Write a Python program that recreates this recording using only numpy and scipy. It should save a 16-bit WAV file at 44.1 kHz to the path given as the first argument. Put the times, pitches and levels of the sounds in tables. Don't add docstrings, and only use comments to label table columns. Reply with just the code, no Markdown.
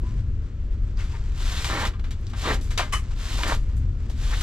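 import sys
import numpy as np
from scipy import signal
from scipy.fft import rfft, irfft, next_fast_len
from scipy.io import wavfile

SR = 44100
rng = np.random.default_rng(int(sys.argv[2]) if len(sys.argv) > 2 else 0)


def store_pcm(level_fs):
    pcm = np.round(np.clip(level_fs, -1, 1) * 32767).astype(np.int16)
    wavfile.write(sys.argv[1], SR, np.atleast_2d(pcm).T)


N = 194966
TIME = np.arange(N) / SR
SIZE = next_fast_len(N + SR // 2)
HZ = np.maximum(np.arange(SIZE // 2 + 1) * SR / SIZE, 1)


# (f/Hz, level/dB)
RUMBLE_SPECTRUM = [(9, -62), (15, -1), (29, 6), (45, 0.5), (60, -1), (82, -4), (100, -10), (130, -13.5),
                   (156, -26.5), (200, -24), (290, -31), (420, -37), (560, -43.5), (800, -53), (1500, -92)]
AIR_SPECTRUM = [(400, -19.5), (850, 3.5), (1300, 9), (2500, 2), (5000, -6), (7700, -9.5), (9000, -43.5),
                (15000, -58)]
# (middle t/s, length/s, level/dB)
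RUMBLE_SWELLS = [(.2, 0.75, -25), (3.45, 0.41, -26), (3.83, 0.27, -17.5), (4.15, 1, -28.5)]
RUMBLE_DEEP_DB, RUMBLE_UPPER_DB, AIR_DB = -26.5, -24, -60.5

# (middle t/s, length/s, level/dB)
SLEEVE_RUSTLES = [(.09, 0.2, -56.5), (.19, 0.13, -57), (.46, 0.13, -68), (.735, 0.061, -60),
                  (.88, 0.17, -63), (1.018, 0.14, -46), (1.13, 0.21, -49.5), (1.29, 0.28, -54),
                  (2.27, 0.31, -56.5), (2.69, 0.87, -55.5), (2.88, 0.15, -72), (3.06, 0.77, -55),
                  (3.125, 0.057, -51.5), (3.66, 0.92, -61.5), (4.07, 0.26, -58)]
# (f/Hz, level/dB)
RUSTLE_SPECTRUM = [(300, -7), (750, 4), (1100, 8.5), (2000, 5.5), (4000, 1), (7700, -3), (8800, -13.5),
                   (12500, -21), (15500, -53)]
SLEEVE_REST_DB = -65.5

# (t/s, peak level/dB, lower band edge f/Hz, upper band edge f/Hz, ring level/dB)
KNOCKS = [(0.034, -33.5, 180, 330, -3.5), (0.973, -37, 4220, 5800, 1), (1.6455, -13.5, 1000, 4800, -1.5),
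          (1.7, -23, 750, 1700, -5), (1.837, -22.5, 646, 1500, -4), (2.2115, -48, 6000, 13200, -3),
          (2.2687, -31, 3360, 5970, -1), (2.6447, -35, 4800, 9000, 3), (2.7787, -15, 2800, 6000, 4),
          (2.7947, -13, 624, 1680, -5.5), (2.8025, -22, 1100, 2600, -5), (2.8096, -18.5, 1700, 3100, -4),
          (2.829, -26, 800, 2200, 0), (3.39, -25.5, 280, 1300, -5), (3.4349, -11.5, 948, 3300, -7),
          (4.1, -38, 350, 898.6, -10)]
# (f/Hz, width/Hz, level/dB)
PANEL_MODES = [(325, 60, -4), (395, 30, -8), (522, 28, -1), (626, 25, 3), (795, 35, 1), (940, 30, -3),
               (1010, 28, 0), (1197, 32, 0), (1585, 22, -3), (1755, 30, -3), (1853, 20, -3), (2068, 25, -5),
               (2333, 40, -1), (3003, 35, -1), (3420, 48, -2), (3880, 30, -4), (4660, 45, -3),
               (6255, 60, -6)]

# (t/s, level/dB, starting f/Hz, resting f/Hz, settling time constant/s, t60/s)
FLEXES = [(0.034, -49, 912, 1017, 0.014, 0.41), (1.135, -39, 980, 900, 0.012, 0.096),
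          (2.783, -26.5, 2680, 2030, 0.026, 0.19), (2.7948, -25, 846, 602, 0.0119, 0.17),
          (2.798, -32, 1404, 1220, .02, 0.14), (2.802, -33, 540, 486, 0.017, .15),
          (2.816, -32, 3110, 2940, .035, 0.11)]
FLEX_ATTACK_S, FLEX_FLUTTER_DB = 0.0013, 3

# (middle t/s, length/s, level/dB, starting f/Hz, final f/Hz, width/Hz)
RASPS = [(1.005, .09, -46.5, 1700, 2500, 1300), (1.153, .04, -49, 1700, 2000, 900),
         (1.57, 0.1, -39.5, 3500, 3750, 900), (1.668, .04, -43, 900, 950, 300),
         (1.724, 0.08, -33, 1130, 1000, 320), (1.77, 0.18, -38, 1600, 2090, 600),
         (1.78, 0.069, -35.5, 950, 1300, 300), (1.829, 0.065, -33, 755, 920, 220),
         (1.85, .06, -37.5, 1800, 2400, 1500), (2.46, .08, -38.5, 3800, 3500, 1500),
         (2.462, 0.075, -33, 1050, 1100, 400), (2.501, 0.031, -26.5, 1230, 1130, 250),
         (2.503, .04, -30, 1950, 1850, 400), (2.518, 0.06, -31.5, 820, 760, 160),
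         (2.498, 0.12, -33, 517, 287, 200), (2.58, 0.19, -42, 328, 240, 200),
         (3.35, 0.041, -37.5, 290, 250, 120), (3.358, 0.18, -46, 3500, 3900, 1300),
         (3.412, 0.055, -39.5, 900, 880, 200), (3.494, 0.053, -34, 1700, 1200, 700),
         (3.521, 0.057, -32, 780, 1000, 600), (4.315, 0.065, -41, 1060, 980, 160),
         (4.336, 0.048, -33, 1200, 2400, 1100), (4.343, .25, -45.5, 3000, 3420, 900)]
# (f/Hz, level/dB)
CLOTH_SPECTRUM = [(200, -4.5), (550, -3), (820, -3), (1050, 0.5), (1600, 1), (2500, -0.5), (3700, 1.5),
                  (5000, -3), (7700, -5.5), (8500, -13.5), (12500, -18), (14000, -28), (15700, -41)]

# (t/s, level/dB, tilt/(dB per octave), time to fall 40 dB/s)
SCUFFS = [(0.987, -46, 0, 0.51), (1.143, -47, -10, 0.12), (1.645, -29, 2, 0.14), (1.934, -43, -6, 0.11),
          (1.994, -43.5, -3, 0.047), (2.04, -42.5, -3, 0.14), (2.107, -38.5, 1.5, 0.085),
          (2.296, -47, 2.5, 0.091), (2.333, -35, -6.5, 0.076), (2.61, -45, 7.5, 0.33),
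          (2.7055, -36, 0, 0.14), (2.7752, -21.5, 0.5, 0.14), (2.794, -32.5, -12, 0.18),
          (3.432, -25.5, -7, 0.042), (3.474, -32.5, 7.5, 0.21), (3.695, -49, -5, 0.058),
          (3.765, -51.5, 18, 0.12), (4.096, -43, 2.5, 0.13), (4.408, -28.5, 1, 0.13)]

# (start t/s, time to full speed/s, lift-off t/s, hiss level/dB, half-width of the sweep 0-1)
STROKES = [(1.324, .28, 1.877, -40, 0.9), (2.345, 0.14, 2.548, -39.5, 0.37), (3.14, 0.23, 3.55, -41, 0.72),
           (4.135, 0.25, 4.525, -43, 0.8)]
# (start t/s, time to full force/s, let-go t/s, scrub level/dB)
PRESSES = [(1.665, 0.053, 1.86, -30.5), (2.412, 0.098, 2.52, -28), (3.385, 0.12, 3.526, -31)]
# (f/Hz, level/dB)
GRIT_SPECTRUM = [(120, 5.5), (300, 1), (400, -3), (520, -4), (700, -4), (1100, -2), (1900, -1.5),
                 (2700, -8.5), (4000, -10), (5500, -24), (9000, -65), (15000, -40)]
LIFT_DB_PER_S, LET_GO_DB_PER_S = 504, 192
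HAND_WEIGHT_DB = -5
FIRM_CONTACT_DB = -32
PAN_DB, SWEEP_DB = 0.88, 0.84

# (start t/s, time to full force/s, let-go t/s, level/dB)
JUDDER = [(2.9225, 0.0076, 2.943, -28)]
# (f/Hz, width/Hz, level/dB)
JUDDER_MODES = [(1090, 60, -5), (1210, 80, -7), (1600, 250, -14), (1900, 130, -4), (2150, 220, -9),
                (2530, 160, -7), (2950, 110, -10), (4070, 110, -8), (6150, 150, -11), (7640, 200, -11)]
# (f/Hz, level/dB)
SLIP_SPECTRUM = [(400, 0), (850, -1), (1200, -0.5), (2400, -1.5), (3000, -5), (3500, -3), (4500, -9),
                 (5200, -0.5), (7800, -3), (8600, -3.5), (11500, -6.5), (13500, -21), (15500, -44)]
JUDDER_FADE_DB_PER_S = 384
# (starting f/Hz, final f/Hz, level/dB)
SQUEALS = [(1125, 1180, 2), (3000, 2990, -2)]
SQUEAL_HOLD_S, SQUEAL_JITTER_HZ, SQUEAL_FADE_DB_PER_S = 0.031, 61, 600

# (f/Hz, correlation 0-1)
PORT_LIKENESS = [(100, .998), (500, .975), (1000, .95), (2000, .9), (4000, .72), (8000, .7), (14000, .6)]
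# (f/Hz, phase/rad)
PORT_LEAD = [(30, .001), (300, 0.21), (1000, 0.76), (2000, 1.12), (4000, 0.96), (6500, 1.52), (12000, 0.48)]
# (f/Hz, level/dB)
PORT_BALANCE = [(100, 2.07), (400, 2.9), (1300, 2.4), (4000, 2.6), (8000, 0.33)]
CAVITY_T60_S = 0.096
CUTOFF_HZ = 15700


def from_db(db):
    return 10 ** (np.asarray(db) / 20)


def rms_one(x):
    return x / np.sqrt(np.mean(x ** 2) + 1e-20)


def at_hz(points):
    hz, value = np.transpose(points)
    return np.interp(np.log(HZ), np.log(hz), value)


def filtered(x, response):
    return irfft(rfft(x, SIZE) * response, SIZE)[..., :N]


def band(x, low_hz, high_hz):
    top_hz = np.clip(high_hz, low_hz * 1.2, SR * .45)
    sos = signal.butter(2, [low_hz, top_hz], "band", fs=SR, output="sos")
    return signal.sosfilt(sos, x + 1e-18)


def resonate(x, modes):
    out = 0
    for hz, width_hz, db in modes:
        r = np.exp(-np.pi * width_hz / SR)
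        zeros = np.array([1, 0, -1]) * (1 - r * r) / 2
        poles = [1, -2 * r * np.cos(2 * np.pi * hz / SR), r * r]
        out = out + from_db(db) * signal.lfilter(zeros, poles, x + 1e-18)
    return out


def moving_resonance(x, hz, width_hz):
    turn = np.exp(2j * np.pi * np.cumsum(hz) / SR)
    low_pass = signal.butter(2, width_hz / 2, fs=SR)
    return np.real(turn * signal.lfilter(*low_pass, x / turn))


def grains(per_s, spread_db):
    born = rng.random((2, N)) < per_s / SR
    strength = from_db(spread_db * np.clip(rng.standard_normal((2, N)), -2, 2))
    return born * rng.standard_normal((2, N)) * strength


def spread(pair, spectrum):
    alike = np.clip(at_hz(PORT_LIKENESS), 0, 1)
    mid, side = filtered(pair, from_db(at_hz(spectrum)) * np.sqrt([1 + alike, 1 - alike]))
    return rms_one(np.array([mid + side, mid - side]))


def wander(rate_hz):
    return rms_one(filtered(rng.standard_normal(N), 1 / (1 + (HZ / rate_hz) ** 2)))


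def unevenness(rate_hz, depth_db):
    return rms_one(from_db(depth_db * wander(rate_hz)))


def gestures(rows, fade_db_per_s):
    out = 0
    for start, rise_s, end, db in rows:
        rise = np.sin(np.pi / 2 * np.clip((TIME - start) / rise_s, 0, 1))
        out = out + rise * from_db(db - fade_db_per_s * np.maximum(TIME - end, 0))
    return out


def swells(rows):
    out = 0
    for middle, length, db in rows:
        phase = np.pi * np.clip((TIME - middle) / length, -.5, .5)
        out = out + from_db(db) * np.cos(phase) ** 2
    return out


def cavity(x, wet_db):
    t = TIME[:SR // 2]
    own, shared = rng.standard_normal((2, len(t))), rng.standard_normal(len(t))
    reflections = band(shared, 140, 10000) + band(own, 2100, 11000)
    tail = reflections * from_db(-60 * t / CAVITY_T60_S) * (t > .0015)
    tail /= np.sqrt(np.sum(tail ** 2, axis=1, keepdims=True))
    wet = signal.fftconvolve(x * np.ones((2, 1)), tail, axes=1)[:, :N]
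    return x + from_db(wet_db) * wet


def building():
    rumble = spread(rng.standard_normal((2, N)), RUMBLE_SPECTRUM)
    deep = filtered(rumble, 1 / (1 + (HZ / 65) ** 4))
    upper = filtered(rumble - deep, 1 / (1 + (HZ / 190) ** 4))
    rest = rumble - deep - upper
    throb = rms_one(resonate(rumble, [(43.3, 4, 0)]))
    air = from_db(AIR_DB) * spread(rng.standard_normal((2, N)), AIR_SPECTRUM)
    deep_part = from_db(RUMBLE_DEEP_DB) * (deep + from_db(-10.5) * throb)
    upper_part = (from_db(RUMBLE_UPPER_DB) + swells(RUMBLE_SWELLS)) * upper
    return deep_part + upper_part + from_db(-21.5) * rest + air


def sleeve():
    creases = grains(per_s=6000, spread_db=3) * unevenness(rate_hz=40, depth_db=1)
    return (from_db(SLEEVE_REST_DB) + swells(SLEEVE_RUSTLES)) * spread(creases, RUSTLE_SPECTRUM)


def knocks():
    pushes, ringing = np.zeros((2, N))
    for s, db, low_hz, high_hz, ring_db in KNOCKS:
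        push = band(signal.unit_impulse(SR // 20), low_hz, high_hz)
        push = from_db(db) * push / np.abs(push).max()
        start = int(s * SR)
        pushes[start:start + len(push)] += push
        ringing[start:start + len(push)] += from_db(ring_db) * push
    return cavity(pushes + from_db(9) * resonate(ringing, PANEL_MODES), wet_db=-6)


def flexes():
    age = TIME[:SR // 2]
    out = np.zeros(N + len(age))
    for s, db, from_hz, rest_hz, settle_s, t60 in FLEXES:
        hz = rest_hz + (from_hz - rest_hz) * np.exp(-age / settle_s)
        shape = (1 - np.exp(-age / FLEX_ATTACK_S)) * from_db(db - 60 * age / t60)
        start = int(s * SR)
        out[start:start + len(age)] += shape * np.sin(2 * np.pi * np.cumsum(hz) / SR)
    flutter = unevenness(rate_hz=130, depth_db=FLEX_FLUTTER_DB)
    return cavity(out[:N] * flutter, wet_db=-9.5)


def rasps():
    slips = spread(grains(per_s=2500, spread_db=2.0), CLOTH_SPECTRUM)
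    out = 0
    for s, length, db, from_hz, to_hz, width_hz in RASPS:
        hz = np.interp(TIME, [s - length / 2, s + length / 2], [from_hz, to_hz])
        out = out + swells([(s, length, db)]) * rms_one(moving_resonance(slips, hz, width_hz))
    return cavity(out, wet_db=-9.5)


def scuffs():
    rub = spread(grains(per_s=20000, spread_db=1.5), CLOTH_SPECTRUM)
    octaves = np.log2(np.clip(HZ, 1000, 8000) / 3000)
    out = 0
    for s, db, tilt_db, length in SCUFFS:
        age = np.maximum(TIME - s, 0)
        shape = (1 - np.exp(-age / .0008)) * from_db(-40 * age / length)
        out = out + from_db(db) * shape * rms_one(filtered(rub, from_db(tilt_db * octaves)))
    ring = resonate(band(out, 850, 12000), PANEL_MODES)
    return cavity(from_db(-2.3) * out + ring, wet_db=-14)


def hand():
    slide = gestures([row[:4] for row in STROKES], LIFT_DB_PER_S)
    force = np.hypot(gestures(PRESSES, LET_GO_DB_PER_S), from_db(HAND_WEIGHT_DB) * slide)
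    turns = []
    for start, _, lift, _, reach in STROKES:
        turns += [(start, -reach), (lift, reach)]
    return slide, force, np.interp(TIME, *np.transpose(turns))


def wall_echo(x, place):
    delay_s = 0.0026 * from_db(-2.5 * place)
    echo = np.array([np.interp(TIME - delay_s, TIME, side) for side in x])
    return x + 0.14 * echo


def wiping():
    fibres = grains(per_s=20000, spread_db=2) * unevenness(rate_hz=60, depth_db=.9)
    dust = grains(per_s=6000, spread_db=1.5) * unevenness(rate_hz=90, depth_db=1.4)
    hiss, grit = spread(fibres, CLOTH_SPECTRUM), spread(dust, GRIT_SPECTRUM)
    scrub = rms_one(grit + from_db(3) * resonate(grit, PANEL_MODES))
    slide, force, place = hand()
    press = force ** 2 / np.hypot(force, from_db(FIRM_CONTACT_DB))
    swish = wall_echo(from_db(5.0) * slide * hiss + from_db(3.5) * press * scrub, place)
    pan = from_db((PAN_DB + SWEEP_DB * place) * np.array([[-1], [1]]))
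    return cavity(swish * pan, wet_db=-20.0)


def judder():
    slips = spread(grains(per_s=4000, spread_db=0.5), SLIP_SPECTRUM)
    slips = gestures(JUDDER, JUDDER_FADE_DB_PER_S) * slips
    squawk = resonate(slips, JUDDER_MODES)
    return cavity(from_db(-4) * slips + from_db(10.5) * squawk, wet_db=-8.5)


def squeal():
    start, rise_s, _, db = JUDDER[0]
    end = start + SQUEAL_HOLD_S
    out = 0
    for from_hz, to_hz, tone_db in SQUEALS:
        hz = np.interp(TIME, [start, end], [from_hz, to_hz]) + SQUEAL_JITTER_HZ * wander(300)
        tone = np.sin(2 * np.pi * np.cumsum(hz) / SR)
        out = out + from_db(tone_db) * unevenness(rate_hz=160, depth_db=1.5) * tone
    return cavity(gestures([(start, rise_s, end, db)], SQUEAL_FADE_DB_PER_S) * out, wet_db=-9)


def scene():
    background = building() + sleeve()
    contacts = knocks() + flexes() + rasps() + scuffs() + wiping() + judder() + squeal()
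    left, right = background + contacts
    offset = from_db(at_hz(PORT_BALANCE) / 2) * np.exp(-.5j * at_hz(PORT_LEAD))
    return np.array([filtered(left, offset), filtered(right, 1 / offset)])


def record(dry):
    return signal.sosfilt(signal.ellip(10, .1, 90, CUTOFF_HZ, fs=SR, output="sos"), dry)


dry = scene()
out = record(dry)
store_pcm(out)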